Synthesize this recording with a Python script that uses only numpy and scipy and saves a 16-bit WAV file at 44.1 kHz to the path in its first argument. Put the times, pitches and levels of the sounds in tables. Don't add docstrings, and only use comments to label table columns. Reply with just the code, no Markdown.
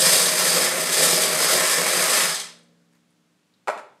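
import sys
import numpy as np
from scipy import signal
from scipy.io import wavfile
from scipy.ndimage import uniform_filter1d

SR = 44100
rng = np.random.default_rng(int(sys.argv[2]) if len(sys.argv) > 2 else 0)


def wav_out(sig):
    wavfile.write(sys.argv[1], SR, np.round(np.clip(np.atleast_2d(sig).T, -1, 1) * 32767).astype(np.int16))


N = 176400

# freq_hz, density_db
ROOM_NOISE = [(25,1.5),(50,-11),(80,-7),(115,-4),(180,-0.5),(320,-10.5),(700,-16),(1200,-17.5),(4000,-21.5),(8000,-26),(11000,-31.5),(15500,-39.5)]
# freq_hz, t60_s
ROOM_DECAY = [(150,0.85),(530,0.44),(1400,.42),(3700,.45),(9000,0.3),(11500,.32),(15000,0.24)]

# freq_hz, density_db
RUB_SPECTRUM = [(300,-13),(900,-5),(1700,1),(3000,-8),(8000,-13),(15000,-20)]
# start_s, level_db, pitch_hz
TICKS = [(2.587,-37,8400),(2.632,-40,8000),(2.930,-49,8500),(2.961,-51,7500),(3.104,-45,9000),(3.538,-38.5,4100)]
# start_s, level_db, treble_db, cup_ring_db
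CONTACTS = [(3.6739,-10,-5,-2),(3.6795,-7.5,-3.5,-20),(3.6822,-1.5,-4.5,-26),(3.6895,-4,-7,-22),(3.699,-7.5,-2,-20),(3.7766,-22,3,8),(3.785,-25.5,3.5,2),(3.794,-20,-1,-13)]
# freq_hz, density_db
THUD_SPECTRUM = [(50,-40),(110,-31),(160,-16),(300,-18),(450,-4),(620,12),(740,2.5),(880,3),(1000,3),(1350,2),(1900,-4),(2500,-8),(3100,-49),(6000,-55)]
# freq_hz, density_db
CRACK_SPECTRUM = [(60,-47),(500,8),(2500,-8),(3500,1),(4300,-4),(5100,0),(6000,-5.5),(7200,2),(8800,-4),(11000,-7.5),(13500,-20),(15500,-44)]
# pitch_hz, level_db, t60_s
CUP_MODES = [(2410,-11.5,0.028),(2610,-12,0.032),(3410,-15,0.037)]
# pitch_hz, level_db, t60_s
TABLE_MODES = [(457,-22,0.1),(497,-10,0.12),(617,4,0.097),(730,-13,0.11),(860,-4,0.077),(874,-1,0.11),(902,1.5,0.073),(1077,-9,0.17),(1143,-4,0.14),(1290,-6,0.096),(1313,2,0.11),(1368,-7,0.1),(1760,-13,0.11),(2070,-18,0.077),(2370,-26,.1)]

# start_s, clatter_lift_db, clang_lift_db
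CLUMPS = [(0.003,5.5,-0.5),(0.126,2,3),(0.194,3,6.5),(0.281,1.5,5),(0.386,3.5,3),(0.437,1,-2.5),(0.794,6.5,-2),(0.827,3.5,1.5),(1.035,2.5,-0.5),(1.129,5.5,-3),(1.324,1,1.5),(1.438,2,1.5),(1.679,1,0),(1.866,0,-6),(2.344,6,-1),(2.397,10,-3)]
# freq_hz, density_db
CLICK_SPECTRUM = [(300,-42.5),(1500,-20.5),(2900,-5.5),(3400,-1),(4200,-2.5),(5100,-9),(6000,0),(6800,-1.5),(8400,2.5),(10000,-0.5),(11000,-5),(12500,-5.5),(14000,-13),(15500,-25)]
# time_s, level_db
CLATTER_LEVEL = [(0.0,-19.5),(0.01,-19.5),(0.13,-16),(0.25,-20),(0.35,-24),(0.5,-19.5),(0.63,-21.5),(0.65,-20.5),(0.68,-25),(0.75,-29),(0.78,-26),(0.8,-26.5),(0.9,-26.5),(0.94,-18.5),(0.96,-20.5),(0.99,-19),(1.06,-17.5),(1.16,-21),(1.2,-24.5),(1.23,-18.5),(1.29,-25),(1.35,-22.5),(1.45,-20.5),(1.47,-23.5),(1.53,-18.5),(1.64,-24),(1.68,-19),(1.8,-23.5),(2.05,-21),(2.22,-18.5),(2.32,-25.5),(2.39,-31.5),(2.42,-33),(2.46,-40.5)]
# freq_hz, density_db
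ZING_SPECTRUM = [(2500,-44),(4100,-15.5),(4650,-4),(5030,-.5),(5300,-3.5),(5650,-23.5),(8000,-45.5)]
# time_s, level_db
ZING_LEVEL = [(0.0,-30.5),(0.02,-21.5),(0.13,-24),(0.149,-15.5),(0.16,-23),(0.23,-22),(0.27,-37.5),(0.29,-17.5),(0.31,-33),(0.44,-24.5),(0.52,-24.5),(0.66,-28),(0.77,-41),(0.81,-29.5),(0.92,-32.5),(0.94,-24.5),(0.96,-29.5),(0.99,-24),(1.12,-29),(1.14,-20.5),(1.18,-28),(1.36,-30),(1.57,-24),(1.6,-33.5),(1.66,-29.5),(1.68,-27.5),(1.7,-27.5),(1.919,-31),(1.95,-27),(2.01,-29.5),(2.19,-27),(2.21,-25.5),(2.23,-33.5),(2.28,-27.5),(2.42,-41.5),(2.46,-50)]
# freq_hz, density_db
CLANG_SPECTRUM = [(150,-46),(450,-16),(780,-1.5),(950,-4),(1150,1),(1550,-.5),(1800,0),(2300,1),(2900,-8.5),(5000,-22),(12000,-50)]
# time_s, level_db
CLANG_LEVEL = [(0.0, -31.5), (0.06, -26.5), (0.09, -26), (0.12, -28), (0.3, -31.5), (0.64, -27),
               (0.75, -33), (0.77, -29.5), (0.87, -32), (1.04, -26.5), (1.18, -30.5), (1.491, -27),
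               (1.84, -28), (1.87, -25), (1.91, -28.5), (2.23, -25), (2.42, -42), (2.46, -48.5)]
# freq_hz, density_db
DRUM_SPECTRUM = [(30,-36),(70,-35),(110,-26),(150,-17),(200,-10),(250,-5.5),(300,-9.5),(400,0.5),(540,4),(720,-4),(1000,-15.5),(4000,-54.5)]
# time_s, level_db
DRUM_LEVEL = [(0.0,-29.5),(0.04,-28.5),(0.201,-26),(0.35,-33.5),(0.44,-27.5),(0.52,-29.5),(0.6,-24.5),(0.7,-34),(0.8,-27),(0.95,-35),(1.0,-24),(1.13,-27.5),(1.2,-27.5),(1.3,-29.5),(1.4,-24),(1.46,-31.5),(1.48,-36.5),(1.55,-22.5),(1.63,-32),(1.7,-34),(1.77,-27),(1.95,-29),(2.18,-30.5),(2.27,-32.5),(2.42,-66)]
# freq_hz, density_db
BOOM_SPECTRUM = [(60,-48.5),(105,-35),(135,-19.5),(158,-7),(171,2.5),(186,-10.5),(210,-15.5),(300,-33),(1000,-68)]
# time_s, level_db
BOOM_LEVEL = [(0.0,-39.5),(0.109,-37),(0.15,-41),(0.24,-44.5),(0.35,-47),(0.46,-33),(0.509,-40),(0.55,-34.5),(0.64,-41),(0.74,-53),(0.801,-42.5),(0.95,-44.5),(1.131,-37.5),(1.19,-47),(1.36,-41.5),(1.49,-45.5),(1.55,-35.5),(1.66,-52),(1.77,-44),(1.87,-40),(1.92,-44.5),(2.02,-42),(2.13,-57),(2.2,-40),(2.29,-42.5),(2.34,-61)]
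# freq_hz, density_db
SHIMMER_SPECTRUM = [(40,-42),(130,-28.5),(220,-14),(500,15.5),(1000,1.5),(1700,4.5),(2600,-12.5),(3500,-8),(5200,-4),(6000,-7.5),(8500,-11),(11000,-19),(15000,-35.5)]
# pitch_hz, level_db, t60_s
CAN_MODES = [(406,-15.5,0.5),(498,-18,0.2),(527.8,-10.5,0.15),(557,-17.5,0.15),(623.5,-5.5,0.33),(704,-19.5,0.13),(806.7,-17,0.057),(1108,-16.5,.12),(1133.5,-13.5,.14),(1252,-14.5,0.091),(1338,-16.5,0.34),(1780,-10.5,.07)]
# pitch_hz, level_db, t60_s
CAN_HIGH_MODES = [(3800,-18.5,.04),(4990,-23,0.027),(7500,-20.5,.03),(8800,-13,.02),(9335,-15.5,0.031)]
# pitch_hz, level_db, t60_s
CAN_LONG_MODES = [(170,-25.5,4),(236.4,-30.5,3.9),(302,-41.5,11),(357,-44,1.8),(440,-40.5,2.9),(427,-37,2.1),(480,-36.5,2),(563,-37,2.8),(660,-44,1.8),(700,-40.5,1.3)]


def amp(db):
    return 10 ** (np.asarray(db) / 20)


def unit(x):
    return x / np.sqrt(np.sum(x ** 2) + 1e-20)


def lookup(points, hz):
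    freq_hz, value = np.transpose(points)
    return np.interp(np.log(hz + 1), np.log(freq_hz + 1), value)


def add(mix, start_s, sound):
    part = mix[round(start_s * SR):][:len(sound)]
    part += sound[:len(part)]


def convolve(x, response):
    return signal.fftconvolve(x, response)[:len(x)]


def decay(t, t60_s):
    return np.exp(-np.log(1000) * t / t60_s)


def wander(size, span_s):
    drift = uniform_filter1d(rng.standard_normal(size), max(2, int(span_s * SR)))
    return drift / drift.std()


def colour(spectrum, size=4096):
    log_gain = np.log(amp(lookup(spectrum, abs(np.fft.fftfreq(size, 1 / SR)))))
    response = np.exp(np.conj(signal.hilbert(log_gain)))
    return unit(np.fft.ifft(response).real[:size // 2])


def burst(spectrum, t60_s, size=16384):
    noise = rng.choice([-1., 1.], size) * decay(np.arange(size) / SR, t60_s)
    return unit(convolve(noise, colour(spectrum)))


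def ring(modes):
    out = np.zeros(N)
    for hz, db, t60_s in modes:
        t = np.arange(min(N, int(t60_s * SR))) / SR
        partial = np.cos(2 * np.pi * hz * t) * decay(t, t60_s)
        contact = signal.butter(1, min(2 * hz, SR / 2 - 1), fs=SR)
        add(out, 0, amp(db) * unit(signal.lfilter(*contact, partial)))
    return out


def room(x, wet_db, size=32768):
    taps = rng.choice([-1., 1.], size) * (rng.random(size) < .12)
    taps[:SR // 250] = 0
    hz, t, bands = signal.stft(taps, SR, nperseg=256)
    tail = signal.istft(bands * decay(t, lookup(ROOM_DECAY, hz)[:, None]), SR)[1]
    return (x + amp(wet_db) * convolve(x, unit(tail))) / np.hypot(1, amp(wet_db))


def room_noise(level_db=-65.5):
    return amp(level_db) * convolve(rng.standard_normal(N), colour(ROOM_NOISE))


def cup_rub(start_s=2.912, length_s=0.078, level_db=-67.5, grains_per_s=1300):
    t = np.arange(N) / SR
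    grains = rng.standard_normal(N) * (rng.random(N) < grains_per_s / SR)
    stroke = np.sin(np.pi * np.clip((t - start_s) / length_s, 0, 1))
    return amp(level_db) * convolve(stroke * grains / grains.std(), colour(RUB_SPECTRUM))


def ticks(log_step=0.14):
    out = np.zeros(N)
    for start_s, db, hz in TICKS:
        peak = [(hz * np.exp(k * log_step), -3 * k * k) for k in range(-3, 4)]
        add(out, start_s, amp(db) * burst(peak, t60_s=0.055))
    return out


def cup_knock(thud_db=6.5, crack_db=-6.5, table_db=-4, t60_s=0.041):
    out = np.zeros(N)
    wood, cup = amp(table_db) * ring(TABLE_MODES), ring(CUP_MODES)
    for start_s, db, treble_db, cup_db in CONTACTS:
        thud = amp(thud_db) * burst(THUD_SPECTRUM, t60_s)
        crack = amp(crack_db + treble_db) * burst(CRACK_SPECTRUM, t60_s)
        add(out, start_s, amp(db) * (thud + crack))
        add(out, start_s, amp(db) * (wood + amp(cup_db) * cup))
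    return out


def after_ring(drive):
    t, out = np.arange(len(drive)) / SR, np.zeros(len(drive))
    for hz, db, t60_s in CAN_LONG_MODES:
        retained = decay(1 / SR, t60_s) ** 2
        energy = signal.lfilter([1 - retained], [1, -retained], drive ** 2)
        out += amp(db) * np.sqrt(2 * energy) * np.sin(2 * np.pi * (hz * t + rng.random()))
    return out


def can_ring(t, drum_hits, clang_hits, clatter_hits, split_hz=750, muffle_db_per_s=4.5):
    low = ring([mode for mode in CAN_MODES if mode[0] < split_hz])
    mid = ring([mode for mode in CAN_MODES if mode[0] >= split_hz])
    shimmer = amp(-26) * burst(SHIMMER_SPECTRUM, t60_s=1.4, size=N)
    muffle = amp(-muffle_db_per_s * np.maximum(t, 0))
    return (convolve(drum_hits, low) + convolve(clang_hits, mid + shimmer)
            + convolve(clatter_hits * muffle, ring(CAN_HIGH_MODES)))


def flow_gain(t, curve, surge_db, advance_s=.005, stop_db_per_s=217):
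    level_db = np.interp(t + advance_s, *np.transpose(curve))
    stop_db = stop_db_per_s * np.maximum(t - curve[-1][0], 0)
    return amp(level_db + surge_db - stop_db)


def clump_gain(t, column, drain_s=.022):
    lift_db = sum(row[column] * (t >= row[0]) * np.exp(-abs(t - row[0]) / drain_s) for row in CLUMPS)
    return amp(lift_db)


def pellet_hits(flow, peak_hits_per_s=6000, size_spread_db=3):
    chance = peak_hits_per_s / SR * np.clip(flow / flow.max(), .03, 1)
    landed = rng.random(len(flow)) < chance
    strength = amp(size_spread_db * np.minimum(rng.exponential(1, len(flow)), 4))
    hits = landed * strength * rng.choice([-1., 1.], len(flow)) / np.sqrt(chance)
    return hits / hits.std()


def pellet_clicks(t, hits, detune, dull_start_s=2.22, dull_fade_s=0.2, dull_hz=9200):
    spectrum = [(hz * (1 + detune), db) for hz, db in CLICK_SPECTRUM]
    bright = convolve(hits, burst(spectrum, t60_s=0.05))
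    soft = signal.convolve(bright, signal.firwin(11, dull_hz, fs=SR), "same")
    blend = np.clip((t - dull_start_s) / dull_fade_s, 0, 1)
    return bright + blend * (soft - bright)


def pour(spots=8, max_detune=0.035, wander_db=5, surge_spread_db=0.79):
    preroll = SR // 2
    t = np.arange(-preroll, N) / SR
    surge_db = surge_spread_db * wander(len(t), span_s=.012)
    curves = CLATTER_LEVEL, ZING_LEVEL, CLANG_LEVEL, DRUM_LEVEL, BOOM_LEVEL
    clatter, zing, clang, drum, boom = (flow_gain(t, curve, surge_db) for curve in curves)
    clatter *= clump_gain(t, column=1)
    clang *= clump_gain(t, column=2)
    hits = pellet_hits(clatter)
    odds = np.array([amp(wander_db * wander(len(t), span_s=.15)) for _ in range(spots)])
    spot = np.argmax(odds / rng.exponential(1, odds.shape), axis=0)
    out = amp(2) * convolve(hits * boom, colour(BOOM_SPECTRUM))
    for k, detune in enumerate(np.linspace(-max_detune, max_detune, spots)):
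        spot_hits = hits * (spot == k)
        direct = amp(-1) * pellet_clicks(t, spot_hits * clatter, detune)
        direct += amp(-1.5) * convolve(spot_hits * zing, burst(ZING_SPECTRUM, t60_s=0.037))
        direct += amp(0.5) * convolve(spot_hits * clang, burst(CLANG_SPECTRUM, t60_s=0.037))
        direct += amp(-4.5) * convolve(spot_hits * drum, burst(DRUM_SPECTRUM, t60_s=0.11))
        out += room(direct, wet_db=-4.5)
    out += can_ring(t, hits * drum, hits * clang, hits * clatter) + after_ring(drum)
    return out[preroll:]


def scene():
    mono = room_noise() + pour() + room(cup_knock() + ticks() + cup_rub(), wet_db=-5)
    return np.array([mono, mono])


def record(dry, low_cut_hz=163, high_cut_hz=15650):
    thin = signal.sosfilt(signal.butter(2, low_cut_hz, "high", fs=SR, output="sos"), dry)
    lowpass = signal.firwin(511, high_cut_hz, window=("kaiser", 9), fs=SR)
    return signal.oaconvolve(thin, lowpass[None], "same")


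dry = scene()
out = record(dry)
wav_out(out)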